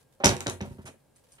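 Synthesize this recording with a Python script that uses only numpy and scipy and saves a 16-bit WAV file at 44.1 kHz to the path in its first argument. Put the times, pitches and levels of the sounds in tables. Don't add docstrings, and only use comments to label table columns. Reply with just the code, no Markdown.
import sys
import numpy as np
from scipy import signal
from scipy.fft import rfft, irfft
from scipy.io import wavfile
from scipy.ndimage import uniform_filter1d

SR = 44100
rng = np.random.default_rng(int(sys.argv[2]) if len(sys.argv) > 2 else 0)


def boost(x):
    u = np.asarray(x, float) / 20
    return 10 ** u


def int16_out(signal):
    q = np.round(np.clip(np.atleast_2d(signal).T, -1, 1) * 32767)
    wavfile.write(sys.argv[1], SR, q.astype(np.int16))


N = 61740

# f/Hz, level/dB, width/Hz
HUM_TONES = [(135.5, -71, 20), (1620, -84.5, 13)]
# f/Hz, density/dB per Hz
AIR_COLOUR = [(20, -46.5), (45, -13), (70, -11), (116, -13), (250, -13), (388, -16), (527, -9.5),
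              (650, -16.5), (950, -19.5), (1300, -28), (2300, -30), (6000, -34), (9500, -29),
              (12000, -33.5), (16000, -37)]
# f/Hz, likeness (0 to 1)
AIR_LIKENESS = [(50, 0.74), (300, 0.18), (800, 0.46), (2000, 0.6), (16000, 0.049)]
# start t/s, length/s, level/dB before grain and colour
RUSTLE_SWELLS = [(.0, 0.059, -68.5), (0.124, 0.044, -67.5), (0.64, 0.17, -61.5), (0.782, 0.084, -74),
                 (0.817, 0.032, -64), (1.001, 0.014, -74.5), (1.154, 0.1, -70.5), (1.237, 0.028, -66.5),
                 (1.26, 0.25, -68)]
# f/Hz, density/dB per Hz
RUSTLE_COLOUR = [(1200, -9.5), (2500, -10), (4000, -10.5), (7000, -12), (10000, -9), (12000, -14),
                 (16000, -24.5)]
# f/Hz, t60/s
KITCHEN_DECAY = [(100, 0.6), (500, 0.11), (2000, 0.28), (6000, 0.16), (12000, 0.26)]
# f/Hz, level/dB
MIC_COLOUR = [(20, -17.5), (45, 1.5), (1200, 1.5), (2500, 4.5), (5000, 0.5), (9000, 2), (11000, -2.5),
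              (13000, -11.5), (16000, -14)]
# t/s, level/dB
TINK_HITS = [(1.161, -57), (1.166, -57), (1.172, -68.5), (1.321, -52), (1.325, -52.5), (1.331, -57.5),
             (1.336, -63.5), (1.354, -57.5)]
# f/Hz, level/dB, t60/s
TINK_MODES = [(4480, -16, 0.029), (5210, -11.5, 0.024), (6200, -12.5, 0.028), (8050, -6.5, 0.052),
              (8780, -4.5, 0.025), (9270, -4.5, 0.027), (10400, -7, 0.023), (12600, -10.5, .015)]
# f/Hz, level/dB, t60/s
HANDLE_MODES = [(224, -3.5, 0.099), (398, -10, 0.16), (559, 2, 0.17), (792, -2, 0.87), (1048, -12, 0.19),
                (1010, -12, 0.068)]
# t/s, level/dB, lowest f/Hz stirred, contact roll-off f/Hz, multiple of usual ringing time
THUD_BLOWS = [(0.2021, -36, 435, 1080, 1.7), (0.2371, -16.5, 212, 1620, 1.59),
              (0.2442, -14, 170, 970, 0.93), (0.248, -21, 29.7, 198, 1.24), (.255, -16, 150, 900, 1.38),
              (.262, -23.5, 129.5, 600, 1.94), (0.291, -18, 117, 750, 0.73),
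              (0.321, -18, 81.6, 613.4, 0.38), (0.353, -31.5, 80.8, 620, 1.1),
              (0.4053, -34, 307, 1902, 0.62), (0.4621, -25.5, 65, 1498, 0.77), (.469, -29.5, 80, 725, 1.7),
              (.480, -27, 199, 904, 1), (0.497, -35.5, 300, 1446, 0.78), (.606, -30, 200, 1946, 0.38),
              (0.6112, -26.5, 69.3, 447, 0.7), (.628, -34, 250, 912, 0.79), (.652, -39.5, 300, 675, 1.6),
              (0.669, -32, 71, 220, 0.51), (0.705, -32.5, 70.4, 218.7, 0.7), (.708, -47, 450, 896, .7),
              (0.747, -42, 82.7, 250, .9), (.785, -32.5, 70, 223.8, 0.73), (.784, -47, 400, 1198, 1.28),
              (0.841, -36.5, 80, 250, 0.76), (.874, -42, 90, 297.8, 0.68), (0.887, -35, 329, 456, 0.72),
              (0.94, -46, 250, 563.5, 0.42), (1.384, -51, 1190, 2160, 0.63)]
# f/Hz, level/dB, usual t60/s
COUNTER_MODES = [(54.5, -9, 0.18), (90, -15.5, 0.41), (104.1, -9, .18), (139.3, -15.5, 0.3),
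                 (171.4, -15.5, .12), (206, -11.5, 0.14), (246.5, -18.5, 0.21), (283.9, -12, 0.076),
                 (356, -17.5, 0.18), (386.7, -19, 0.25), (396, -23.5, 0.057), (488.6, -21.5, 0.28),
                 (559.3, -15, 0.18), (681.5, -23.5, 0.31), (776, -21, 0.098), (852, -24.5, 0.13),
                 (919, -21.5, 0.27), (983, -21, 0.065)]
# t/s, level/dB, centre f/Hz, width/Hz, left over right/dB
EDGE_TICKS = [(.201, -50, 4960, 4000, 0), (0.242, -19.5, 3940, 3950, 8.5), (0.2448, -5.5, 6200, 2300, 2),
              (.2478, -16.5, 5860, 3000, -4), (0.249, -10.5, 7040, 4040, -3), (0.253, -10, 5960, 2495, 7.5),
              (0.2557, -9, 5340, 2480, 3), (0.2585, -1, 6050, 2630, -7), (0.2592, -15, 8700, 3960, 3),
              (0.2604, -12.5, 5960, 2433, 7), (0.263, -17.5, 5790, 2930, -6),
              (0.269, -13.5, 6200, 2070, -17.5), (0.279, -17.5, 6400, 1503, 6),
              (.292, -13, 5100, 1992, 1.5), (0.367, -24.5, 6680, 6030, 1.5), (0.4062, -19.5, 8250, 6950, 1),
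              (0.469, -17, 5360, 4257, 6.5), (0.4803, -21, 5080, 4583, -2), (0.491, -31.5, 4500, 3990, 0),
              (0.4979, -15.5, 9050, 6960, -0.5), (0.6124, -29.5, 5400, 5000, 2),
              (0.6248, -38.5, 4036, 3008, -8.5)]
# f/Hz, level/dB, t60/s
UTENSIL_MODES = [(3898, -18.5, 0.028), (4833, -21.5, .015), (5130, -20, .015), (5930, -18, 0.009),
                 (5950, -19, 0.015), (6060, -17, 0.006), (6420, -14.5, .015), (7300, -20.5, .01)]

AIR_DB = -67
ROOM_DB, THUD_ROOM_DB = -4, -10
FIRST_ECHO_S, ROOM_RISE_S = 0.0027, .004
LEFT_LAG_S, THUD_PAN_DB = 0.0002, -1.5
RISE_CYCLES = 0.083
SPREAD_DB = 4
TINK_CRACK_DB = 3.5
TOUCH_S, TOUCH_DB = .2015, -42.5
RATTLE_FROM_S, RATTLE_DB, RATTLE_HZ, KNOCK_DB = .8555, -37, 9030, -38.5
RATE_START, RATE_STEP = 275, 3.5
RATTLE_ARCH_DB, RATTLE_PEAK = 87, .25
DENSE_DB, DENSE_T60_S = 4.5, .18
DENSE_LOW_HZ, DENSE_TOP_HZ = 250, 4500
REACH_DB = 12.5
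CLACK_DB, CLACK_T60_S = -3, .0045
CLACK_FROM, CLACK_TO = .25, 1.9
FULL_SCALE, KNEE, EDGE_HZ = .9, 4, 15800


def evened(x):
    return x / np.sqrt(np.mean(x ** 2) + 1e-20)


def read(points, hz):
    f, value = np.transpose(points)
    return np.interp(np.log(hz + 1), np.log(f + 1), value)


def add(mix, s, sound):
    part = mix[..., max(round(s * SR), 0):][..., :sound.shape[-1]]
    part += sound[..., :part.shape[-1]]


def band(x, hz, kind):
    return signal.sosfilt(signal.butter(2, np.clip(hz, 20, 20000), kind, fs=SR, output="sos"), x)


def sides(pan_db):
    return boost(np.array([[.5], [-.5]]) * pan_db)


def ring(modes, spread_db, detune, size):
    hz, db, t60 = np.transpose(modes)[:, :, None]
    level_draw, pitch_draw = rng.standard_normal(hz.shape), rng.standard_normal(hz.shape)
    t = np.arange(size) / SR
    sign = (-1.) ** ((np.arange(len(hz))[:, None] + 1) // 2)
    decay = boost(db + spread_db * level_draw - 60 * t / t60)
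    swell = 1 - np.exp(-t * hz / RISE_CYCLES)
    wave = np.sin(2 * np.pi * hz * (1 + detune * pitch_draw) * t)
    return (sign * decay * swell * wave).sum(0)


def hiss(spectrum, same):
    hz = np.fft.rfftfreq(N, 1 / SR)
    left, other = rfft(rng.standard_normal((2, N)))
    likeness = np.clip(same(hz), 0, 1)
    right = likeness * left + np.sqrt(1 - likeness ** 2) * other
    return evened(irfft(np.array([left, right]) * boost(read(spectrum, hz)), N))


def hums():
    t, out = np.arange(N) / SR, 0
    for hz, db, width in HUM_TONES:
        pole = np.exp(-np.pi * width / SR)
        noise = rng.standard_normal(N) + 1j * rng.standard_normal(N)
        slow = signal.lfilter([1], [1, -pole], noise)
        out = out + boost(db) * evened((slow * np.exp(2j * np.pi * hz * t)).real)
    return out


def room_noise():
    return boost(AIR_DB) * hiss(AIR_COLOUR, lambda hz: read(AIR_LIKENESS, hz))


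def rustles():
    t = np.arange(N) / SR
    swells = sum(boost(db) * np.sin(np.pi * np.clip((t - s) / length, 0, 1) ** 0.426)
                 for s, length, db in RUSTLE_SWELLS)
    grain = boost(2.6 * evened(uniform_filter1d(rng.standard_normal(N), 150)))
    return swells * grain * hiss(RUSTLE_COLOUR, lambda hz: 0.056 + 0 * hz)


def kitchen(x):
    size = SR // 2
    onset = np.clip((np.arange(size) / SR - FIRST_ECHO_S) / ROOM_RISE_S, 0, 1)
    taps = rng.standard_normal((2, size)) * onset
    hz, t, z = signal.stft(taps, SR, nperseg=128)
    decay = boost(-60 * t / read(KITCHEN_DECAY, hz)[:, None])
    tail = signal.istft(z * decay, SR, nperseg=128)[1]
    return signal.fftconvolve(x, tail / np.linalg.norm(tail[0]), axes=1)[:, :N]


def tinks():
    rings = [(s, boost(db) * ring(TINK_MODES, 2.6, 0.0194, size=5000)[None]) for s, db in TINK_HITS]
    cracks = [(s, tick(db + TINK_CRACK_DB, 8540.0, 3440.0, .2)) for s, db in TINK_HITS]
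    return rings + cracks


def handle_touch():
    return boost(TOUCH_DB) * ring(HANDLE_MODES, 1.1, 0.0014, size=12000)


def rattle(count):
    k = np.arange(count)
    gaps = (k > 0) / (RATE_START + RATE_STEP * k) * (1 + .04 * rng.standard_normal(count))
    times = RATTLE_FROM_S + np.cumsum(gaps)
    fade = -RATTLE_ARCH_DB * (k / count - RATTLE_PEAK) ** 2
    tick_db = RATTLE_DB + 0.84 * rng.standard_normal(count) + fade
    ticks = [(s, tick(db, RATTLE_HZ, 4960.0, -2.5)) for s, db in zip(times, tick_db)]
    knocks = [(s, thud(KNOCK_DB + 0.75 * db, 520.0, 1730.0, 0.14)) for s, db in zip(times, fade)]
    return ticks, knocks


def thud(db, low_hz, soft_hz, ringing):
    cabinet = ring(np.array(COUNTER_MODES) * [1, 1, ringing], SPREAD_DB, .015, size=16000)
    t = np.arange(len(cabinet)) / SR
    crowd = band(band(rng.standard_normal(len(t)), DENSE_LOW_HZ, "high"), DENSE_TOP_HZ, "low")
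    crowd = crowd * boost(DENSE_DB - 60 * t / (DENSE_T60_S * ringing))
    softened = band(cabinet + crowd, soft_hz, "low")
    return boost(db) * band(softened, low_hz, "high")


def tick(db, hz, width_hz, pan_db):
    t = np.arange(1500) / SR
    u = np.pi * width_hz * t
    chirp = np.sin(2 * np.pi * hz * t) * u * np.exp(1 - u)
    crack = band(band(rng.standard_normal((2, len(t))), CLACK_FROM * hz, "high"), CLACK_TO * hz, "low")
    crack = crack * boost(CLACK_DB - 60 * t / CLACK_T60_S)
    stirred = [(f, level - REACH_DB * ((f - hz) / width_hz) ** 2, t60) for f, level, t60 in UTENSIL_MODES]
    body = np.array([ring(stirred, SPREAD_DB, 0.013, size=len(t)) for _ in "LR"])
    return (chirp + crack + body) * boost(db) * sides(pan_db)


def scene():
    ticks, thuds = rattle(count=18)
    thuds.append((TOUCH_S, handle_touch()))
    thuds += [(row[0], thud(*row[1:])) for row in THUD_BLOWS]
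    ticks += [(row[0], tick(*row[1:])) for row in EDGE_TICKS]
    ticks += tinks()
    low, high = np.zeros((2, N)), np.zeros((2, N))
    for mix, events in ((low, thuds), (high, ticks)):
        for s, sound in events:
            add(mix, s, sound)
    direct = high + low * sides(THUD_PAN_DB)
    wet = kitchen(boost(ROOM_DB) * high + boost(THUD_ROOM_DB) * band(low, 200., "high"))
    hz = np.fft.rfftfreq(N, 1 / SR)
    lag = np.exp(-2j * np.pi * hz * np.array([[LEFT_LAG_S], [0]]))
    blows = irfft((rfft(direct) * lag + rfft(wet)) * boost(read(MIC_COLOUR, hz)), N)
    return blows + room_noise() + rustles() + hums()


def roll_off(x):
    return signal.sosfilt(signal.butter(12, 16700, fs=SR, output="sos"), x)


def record(dry):
    rounded = dry / (1 + abs(dry / FULL_SCALE) ** KNEE) ** (1 / KNEE)
    lowpass = signal.firwin(511, EDGE_HZ, window=("kaiser", 9), fs=SR)
    finished = signal.oaconvolve(rounded, lowpass[None], "same")
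    return roll_off(finished)


dry = scene()
out = record(dry)
int16_out(out)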